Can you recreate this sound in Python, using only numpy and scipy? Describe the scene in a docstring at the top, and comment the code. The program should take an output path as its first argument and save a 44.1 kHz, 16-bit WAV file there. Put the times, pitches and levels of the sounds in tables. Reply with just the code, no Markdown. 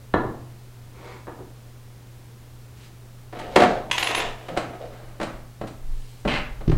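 """Moving things on a wooden table

In a small, echoing room with a low mains hum, a glass tumbler is set down, a plastic tray is knocked
and dragged, a small coin bounces and rings, and a flat board is turned, slid off the table and put
down with a thud. A knock is one short push that makes a thing ring; a slide is a stream of tiny slips."""
import sys
import numpy as np
from scipy import signal
from scipy.fft import rfft, irfft
from scipy.io import wavfile

SR = 44100
rng = np.random.default_rng(int(sys.argv[2]) if len(sys.argv) > 2 else 0)


def wav_record(signal):
    """Record a signal, one row per channel, as 16-bit PCM in the file named by sys.argv[1]."""
    frames = np.transpose(np.atleast_2d(signal))
    bounded = np.clip(frames, -1, 1)
    # unit amplitude maps onto the largest positive 16-bit level
    quanta = np.round(bounded * 32767).astype(np.int16)
    wavfile.write(sys.argv[1], SR, quanta)


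N = 298865
T = np.arange(N) / SR


def undb(db):
    """Turn decibels into a number to multiply by."""
    return 10 ** (np.asarray(db) / 20)


def unit(x):
    """Scale a sound to an energy of one."""
    return x / np.sqrt(np.sum(x ** 2) + 1e-18)


def level(x, db):
    """Scale a sound to an average (rms) level."""
    return unit(x) * np.sqrt(len(x)) * undb(db)


def add(out, start_s, x):
    """Mix x into out at the given time."""
    i = max(int(start_s * SR), 0)
    out[i:i + len(x)] += x[:max(N - i, 0)]


def at_hz(points, hz):
    """Read between (frequency, value) points, with octaves evenly spaced."""
    known_hz, values = np.transpose(points)
    return np.interp(np.log(np.maximum(hz, 1)), np.log(known_hz), values)


def colour(x, points, tilt=0, size=8192):
    """Give a sound a tone colour: a level for each frequency, brightened by tilt dB per octave."""
    hz = np.fft.rfftfreq(size, 1 / SR)
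    octaves = np.log2(np.clip(hz, 150, 10000) / 1000)
    cepstrum = irfft(np.log(undb(at_hz(points, hz) + tilt * octaves)))
    # folding this in half keeps the filter from sounding before it is pushed
    cepstrum[1:size // 2] *= 2
    cepstrum[size // 2 + 1:] = 0
    response = irfft(np.exp(rfft(cepstrum)))
    return signal.fftconvolve(x, response)[:len(x)]


def even_noise(envelope):
    """Random chatter that favours no pitch and follows a loudness curve."""
    spectrum = rfft(rng.standard_normal(len(envelope)) * envelope)
    flat = irfft(spectrum / (abs(spectrum) + 1e-12), len(envelope))
    return unit(flat * np.sqrt(envelope))


def ring(push, body, modes, tilt):
    """A pushed thing gives a brief burst of its body's colour and a few ringing notes, its modes."""
    t = T[:len(push)]
    out = unit(colour(push, body, tilt))
    for hz, db, fade_s in modes:
        mode = np.sin(2 * np.pi * hz * t) * undb(-60 * t / fade_s)  # a fade time is a fall of 60 dB
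        note = unit(signal.fftconvolve(push, mode)[:len(t)])
        out += undb(db + tilt * np.log2(hz / 1000) / 2) * note
    return unit(out)


def room(x, wet_db, gap_s=.005, early_db=-3, early_s=0.0068):
    """Add quick echoes from table and walls, and a tail whose treble dies first; wet_db sets how much."""
    # how long the room echoes (frequency [Hz], fade time [s])
    fade_times = [(100, 0.94), (300, 0.43), (900, 0.58), (3000, 0.42), (7000, 0.46), (15000, 0.078)]
    hz, times, cells = signal.stft(rng.standard_normal(SR), SR, nperseg=256)
    fade = undb(-60 * times / at_hz(fade_times, hz)[:, None])
    tail = signal.istft(cells * fade, SR)[1][:SR]
    early = undb(early_db) * even_noise(np.exp(-T[:SR] / early_s))
    echo = unit(unit(tail) + early)
    out = x.copy()
    add(out, gap_s, undb(wet_db) * signal.fftconvolve(x, echo)[:N])
    return out


def blows(rows, contact):
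    """Give each knock its contact time: harder blows are shorter."""
    return [(s, db, tilt, np.interp(db, *np.transpose(contact))) for s, db, tilt in rows]


def edge_first(rows, lead_s, tick_db, tick_tilt, tick_ms):
    """A thing never lands quite flat: its edge ticks, softer and brighter, just before each blow."""
    return rows + [(s - lead_s, db + tick_db, tilt + tick_tilt, tick_ms) for s, db, tilt, _ in rows]


def knocks(rows, body, modes, click_db, bunching=1, scatter=0):
    """Each knock is one clean click followed by a moment of chatter as the surfaces settle."""
    out, t = np.zeros(N), T[:SR // 2]
    for s, db, tilt, contact_ms in rows:
        age = 1000 * t / max(contact_ms, .2)
        push = even_noise((age * np.exp(1 - age)) ** bunching)
        push[0] += undb(click_db)
        # scatter: landing on a new spot each time brings out slightly different notes
        here = [(hz * np.exp(scatter * rng.standard_normal()), *rest) for hz, *rest in modes]
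        add(out, s, undb(db) * np.sqrt(SR / 100) * ring(push, body, here, tilt))
    return out


def slides(rows, body, modes, grain_db, slips_per_s):
    """Rubbing: a swell of tiny slips shakes the thing; more grain_db makes their sizes more unequal."""
    out = np.zeros(N)
    for s, rise, fall, db, tilt in rows:
        speed = np.interp(T[:SR], [0, rise, rise + fall], [0, 1, 0])
        slips = (rng.random(SR) < slips_per_s / SR) * rng.choice([-1, 1], SR)
        sizes = undb(grain_db * np.minimum(rng.exponential(size=SR), 4))
        rub = ring(speed * slips * sizes, body, modes, tilt)
        add(out, s, undb(db) * np.linalg.norm(speed) * rub)
    return out


def rumble(noise, rest_db=-51.5, rise_s=0.072, fall_s=0.093):
    """A very deep rumble that swells with each large movement."""
    # colour of the rumble (frequency [Hz], level [dB])
    depths = [(10, -15), (20, 13), (28, -10), (45, 0), (90, -62), (500, -88)]
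    # the movements (time of peak [s], level [dB])
    movements = [(.22, -48), (3.48, -40), (3.75, -37), (4.27, -36), (5.0, -41), (5.36, -39), (5.92, -28.5),
                 (6.35, -28), (6.54, -21.5), (6.74, -17)]
    swells = sum(undb(db) * np.exp(-((T - s) / np.where(T < s, rise_s, fall_s)) ** 2)
                 for s, db in movements)
    return level(colour(noise, depths), 0) * (undb(rest_db) + swells)


def background(hum_hz=120.1, hum_db=-45.5, drone_db=-53, air_db=-53):
    """Mains hum with a wavering drone around it, the deep rumble and a steady hiss of air."""
    # colours of the air and the drone (frequency [Hz], level [dB])
    air_colour = [(94, -11), (160, -5), (226, -3), (258, -7.5), (284, -6), (393, -6), (555, -10.5),
                  (814, -11.5), (1590, -16.5), (2720, -19), (15500, -26.5)]
    drone_colour = [(25, -54), (55, 2.5), (90, -3.5), (118, -3.5), (150, -12), (260, -14),
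                    (500, -24.5), (2000, -64)]
    noise = rng.standard_normal((3, N))
    hum = level(np.sin(2 * np.pi * hum_hz * T), hum_db)
    drone = level(colour(noise[0], drone_colour), drone_db)
    air = level(colour(noise[2], air_colour), air_db)
    return hum + drone + rumble(noise[1]) + air


def sleeve():
    """Cloth brushes past as an arm draws back."""
    # the brush (start [s], rise [s], fall [s], level [dB], brightness [dB/octave])
    strokes = [(2.72, 0.13, 0.065, -53.5, 0)]
    # colour of rubbed cloth (frequency [Hz], level [dB])
    cloth = [(500, -10), (2000, 3.5), (4000, 1), (8000, -8), (14000, -18)]
    return room(slides(strokes, cloth, [], grain_db=-1, slips_per_s=14000), wet_db=-8)


def coin(low_hz=10292, high_hz=13030, fade_s=0.4, grip_s=0.0073, tumble_hz=27, tumble_depth=0.29):
    """Each bounce raps the table, stops the coin's old ring and starts its two high notes afresh."""
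    # the bounces (time [s], rap level [dB], low note level [dB], high note level [dB])
    bounces = [(3.9, -36, -70, -70), (3.9132, -18, -46, -48), (3.981, -20, -41, -40),
               (4.028, -20.5, -34, -49), (4.072, -22, -38, -47), (4.11, -26.5, -60, -59),
               (4.149, -20.5, -31, -45), (4.1782, -26.5, -38, -45), (4.202, -24.5, -52, -60)]
    # colour of a rap (frequency [Hz], level [dB])
    body = [(180, -21), (320, -12), (650, -2), (800, 0), (960, 8), (1350, -4.5), (1700, 4), (2300, 4.5),
            (2900, 9.5), (3800, -3), (5200, -6), (7000, -9), (9700, -12.5), (15500, -60)]
    # notes of the rapped table (frequency [Hz], level [dB], fade time [s])
    modes = [(883, -46, .08), (2360, -30, .03), (2970, -13, 0.022), (3560, -8, 0.016), (6700, -15.5, 0.035)]
    low, high = np.zeros((2, N))
    t = T[:SR // 2]
    starts = [row[0] for row in bounces]
    flights = np.diff(starts + [starts[-1] + fade_s])
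    for (s, _, low_db, high_db), flight in zip(bounces, flights):
        onset = 1 - np.exp(-t / grip_s)
        stop = np.exp(-np.maximum(t - flight, 0) / grip_s)
        envelope = onset * undb(-60 * t / fade_s) * stop
        add(low, s, undb(low_db) * envelope)
        add(high, s, undb(high_db) * envelope)
    tone = low * np.sin(2 * np.pi * low_hz * T) + high * np.sin(2 * np.pi * high_hz * T)
    # the disc turns its face to and from the listener
    tone *= 1 + tumble_depth * np.sin(2 * np.pi * (tumble_hz * T + rng.random()))
    # all bounces are equally brief; harder ones are brighter
    usual_db, usual_tilt, tilt_per_db, contact_ms = -19.5, -1.5, 0.47, 2.67
    landings = [(s, db, usual_tilt + tilt_per_db * (db - usual_db), contact_ms) for s, db, *_ in bounces]
    raps = knocks(landings, body, modes, click_db=-4, bunching=1.26, scatter=0.058)
    return room(tone, wet_db=-12) + room(raps, wet_db=-3.5, gap_s=.01, early_db=-25)


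def tumbler():
    """A heavy glass lands on the wood; later come a light slide and two soft knocks."""
    # the knocks (time [s], level [dB], brightness [dB/octave])
    taps = [(.1415, -13.5, 3), (.152, -22.5, 1.5), (.24, -24.5, -5), (1.272, -32, 4), (1.395, -36, -.5)]
    # a soft and a hard blow (level [dB], contact time [ms])
    contact = [(-23, 9.5), (-15, 0.78)]
    # the slide (start [s], rise [s], fall [s], level [dB], brightness [dB/octave])
    strokes = [(.9, 0.19, 0.13, -44, 0)]
    # colours of glass knocking and rubbing on wood (frequency [Hz], level [dB])
    body = [(50, -14), (90, -6), (125, 8), (190, -2.5), (310, 5.5), (450, 6), (650, 1), (950, -5.5),
            (1350, -12), (1750, -15.5), (2150, -31), (3100, -41), (4000, -39), (5000, -68), (12000, -94)]
    rub_colour = [(110, -26), (180, -8.5), (290, -2), (497, -0.5), (662, -7.5), (895, -5), (1920, -15),
                  (2210, -7), (2720, -20.5), (3730, -20.5), (8000, -33), (10400, -66), (17600, -120)]
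    # notes of the glass on the table (frequency [Hz], level [dB], fade time [s])
    modes = [(126.6, -7.5, 0.56), (360, -3, 0.031), (920, -31, 0.084), (1855, -27, 0.11),
             (3740, -41, 0.051)]
    landings = edge_first(blows(taps, contact), lead_s=0.00222, tick_db=-11.5, tick_tilt=3.3, tick_ms=0.3)
    hits = knocks(landings, body, modes, click_db=-13)
    rub = slides(strokes, rub_colour, [], grain_db=2.5, slips_per_s=2300)
    return room(hits + rub, wet_db=-1)


def board():
    """The board is turned on the table, rasps over its edge and lands below with a dull thud."""
    # knocks on the table, then the landing (time [s], level [dB], brightness [dB/octave])
    taps = [(4.573, -21, 0.5), (5.2, -29, -1), (5.213, -26.5, -.5), (5.229, -30.5, 2), (5.613, -29, -2.5),
            (5.638, -30.5, -5.5), (5.672, -43, 4), (6.251, -24, -3), (6.2575, -21, -7), (6.275, -23, -1.5),
            (6.607, -37.5, -2), (6.716, -28, -1.5)]
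    landings = [(6.678, -12.5, 0.1), (6.696, -13.5, 0.3), (6.73, -19, -0.5)]
    # a soft and a hard blow of each kind (level [dB], contact time [ms])
    contact = [(-38, 4.6), (-28.5, 2.35)]
    thud_contact = [(-22, 3), (-7.5, 2)]
    # slides on the top and the edge (start [s], rise [s], fall [s], level [dB], brightness [dB/octave])
    strokes = [(4.9, 0.024, 0.45, -49.5, -0.09), (5.2, 0.026, 0.033, -31, -1.2),
               (5.26, 0.07, 0.072, -48.5, 0)]
    edge_strokes = [(5.75, 0.34, 0.35, -60, 16), (6.275, 0.0057, 0.097, -27.5, 2.5),
                    (6.29, 0.05, 0.078, -27, 1)]
    # colours of the board, the rasping edge and the thud (frequency [Hz], level [dB])
    body = [(50, -6.5), (110, -11.5), (200, -4.5), (330, 0.5), (450, -1.5), (600, 1.5), (900, -4.5),
            (1500, -8), (2200, -12.5), (3200, -18), (4300, -20), (5400, -29), (8500, -30), (15000, -53)]
    edge_body = [(60, -23), (115, 6), (170, -2), (300, -0.5), (480, -3.5), (900, -3.5), (1300, -7),
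                 (2000, -3.5), (2900, -7.5), (3600, -14), (4500, -19), (5600, -30.5), (8000, -35.5),
                 (15500, -61)]
    thud_body = [(15, -25), (30, 5), (70, -9), (120, 7), (220, -1.5), (350, -2), (600, -27.5), (1400, -38),
                 (3000, -39), (6000, -48), (12000, -100)]
    # notes of the board and the thud (frequency [Hz], level [dB], fade time [s])
    modes = [(239, -19.5, 0.23), (417, -20.5, 0.13), (588, -22.5, 0.029), (1314, -27, 0.15),
             (1540, -38, 0.052)]
    thud_modes = [(77.5, -3.5, 0.28), (188, -33, .2), (337, -31, .15)]
    hits = knocks(blows(taps, contact), body, modes, click_db=-10)
    rub = slides(strokes, body, modes, grain_db=0.5, slips_per_s=2200)
    rasp = slides(edge_strokes, edge_body, [], grain_db=5.5, slips_per_s=5000)
    thuds = knocks(blows(landings, thud_contact), thud_body, thud_modes, click_db=-6.5)
    return room(hits + rub + rasp, wet_db=-1) + room(thuds, wet_db=-5)


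def tray():
    """The hollow plastic tray is gripped, slapped on the table and dragged; under load its shell drones."""
    # the knocks (time [s], level [dB], brightness [dB/octave])
    taps = [(3.328, -34, -0.5), (3.39, -39.5, 5.5), (3.561, -8.5, 1.5), (3.574, -10.5, -2.5),
            (3.603, -12, 0), (3.622, -10, -1.2), (3.635, -15, 0.5), (4.486, -31.5, 1.5), (4.566, -28, -1),
            (4.751, -44, -2)]
    # a soft and a hard blow (level [dB], contact time [ms])
    contact = [(-36, 5.5), (-28, 2.26)]
    # slides and droning drags (start [s], rise [s], fall [s], level [dB], brightness [dB/octave])
    strokes = [(3.33, 0.044, 0.24, -35.5, 0.1), (3.89, 0.21, 0.18, -33, 3.5), (4.12, 0.077, 0.14, -30.5, 2),
               (4.3, 0.083, 0.57, -47.5, 2.5), (4.68, 0.055, 0.043, -38, -1.8)]
    drags = [(3.47, 0.12, 0.044, -34, 3), (3.65, 0.045, 0.15, -32, 1.5), (4.48, 0.023, 0.098, -34, -5.5),
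             (4.79, 0.032, 0.1, -36, 0)]
    # colours of the tray and its droning shell (frequency [Hz], level [dB])
    body = [(70, -54), (120, -11.5), (200, -5), (300, -0.5), (420, -2), (540, -3), (700, -2), (950, -9.5),
            (1270, -13), (1700, -13), (3000, -20), (4000, -25), (5300, -34.5), (8500, -40), (15500, -60.5)]
    shell_body = [(60, -39), (150, -9.5), (350, -9.5), (540, 4.5), (660, 1.5), (800, -11.5), (1500, -21),
                  (4000, -28.5), (12000, -59)]
    # notes of the tray and its droning shell (frequency [Hz], level [dB], fade time [s])
    modes = [(304, -39, 0.32), (482, -17, 0.03), (622, -17, 0.087), (704, -27, 0.18), (727, -9, 0.085),
             (1270, -19, 0.034)]
    shell_modes = [(686, -27, 0.16), (566, -19, 0.11)]
    landings = edge_first(blows(taps, contact), lead_s=.0018, tick_db=-18.5, tick_tilt=3.7, tick_ms=0.4)
    hits = knocks(landings, body, modes, click_db=-7)
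    rub = slides(strokes, body, modes, grain_db=1.5, slips_per_s=860)
    drone = slides(drags, shell_body, shell_modes, grain_db=3.5, slips_per_s=1500)
    return room(hits, wet_db=-2, gap_s=0.0036) + room(rub + drone, wet_db=-2.5)


def scene():
    """Mix everything into one channel."""
    return (tumbler() + tray() + coin() + board() + sleeve() + background())[None]


def record(dry):
    """Stop peaks at full scale and cut the highest treble."""
    top_hz = 15850
    lowpass = signal.ellip(10, .1, 80, top_hz, fs=SR, output="sos")
    return signal.sosfilt(lowpass, np.clip(dry, -1, 1))


dry = scene()
out = record(dry)
wav_record(out)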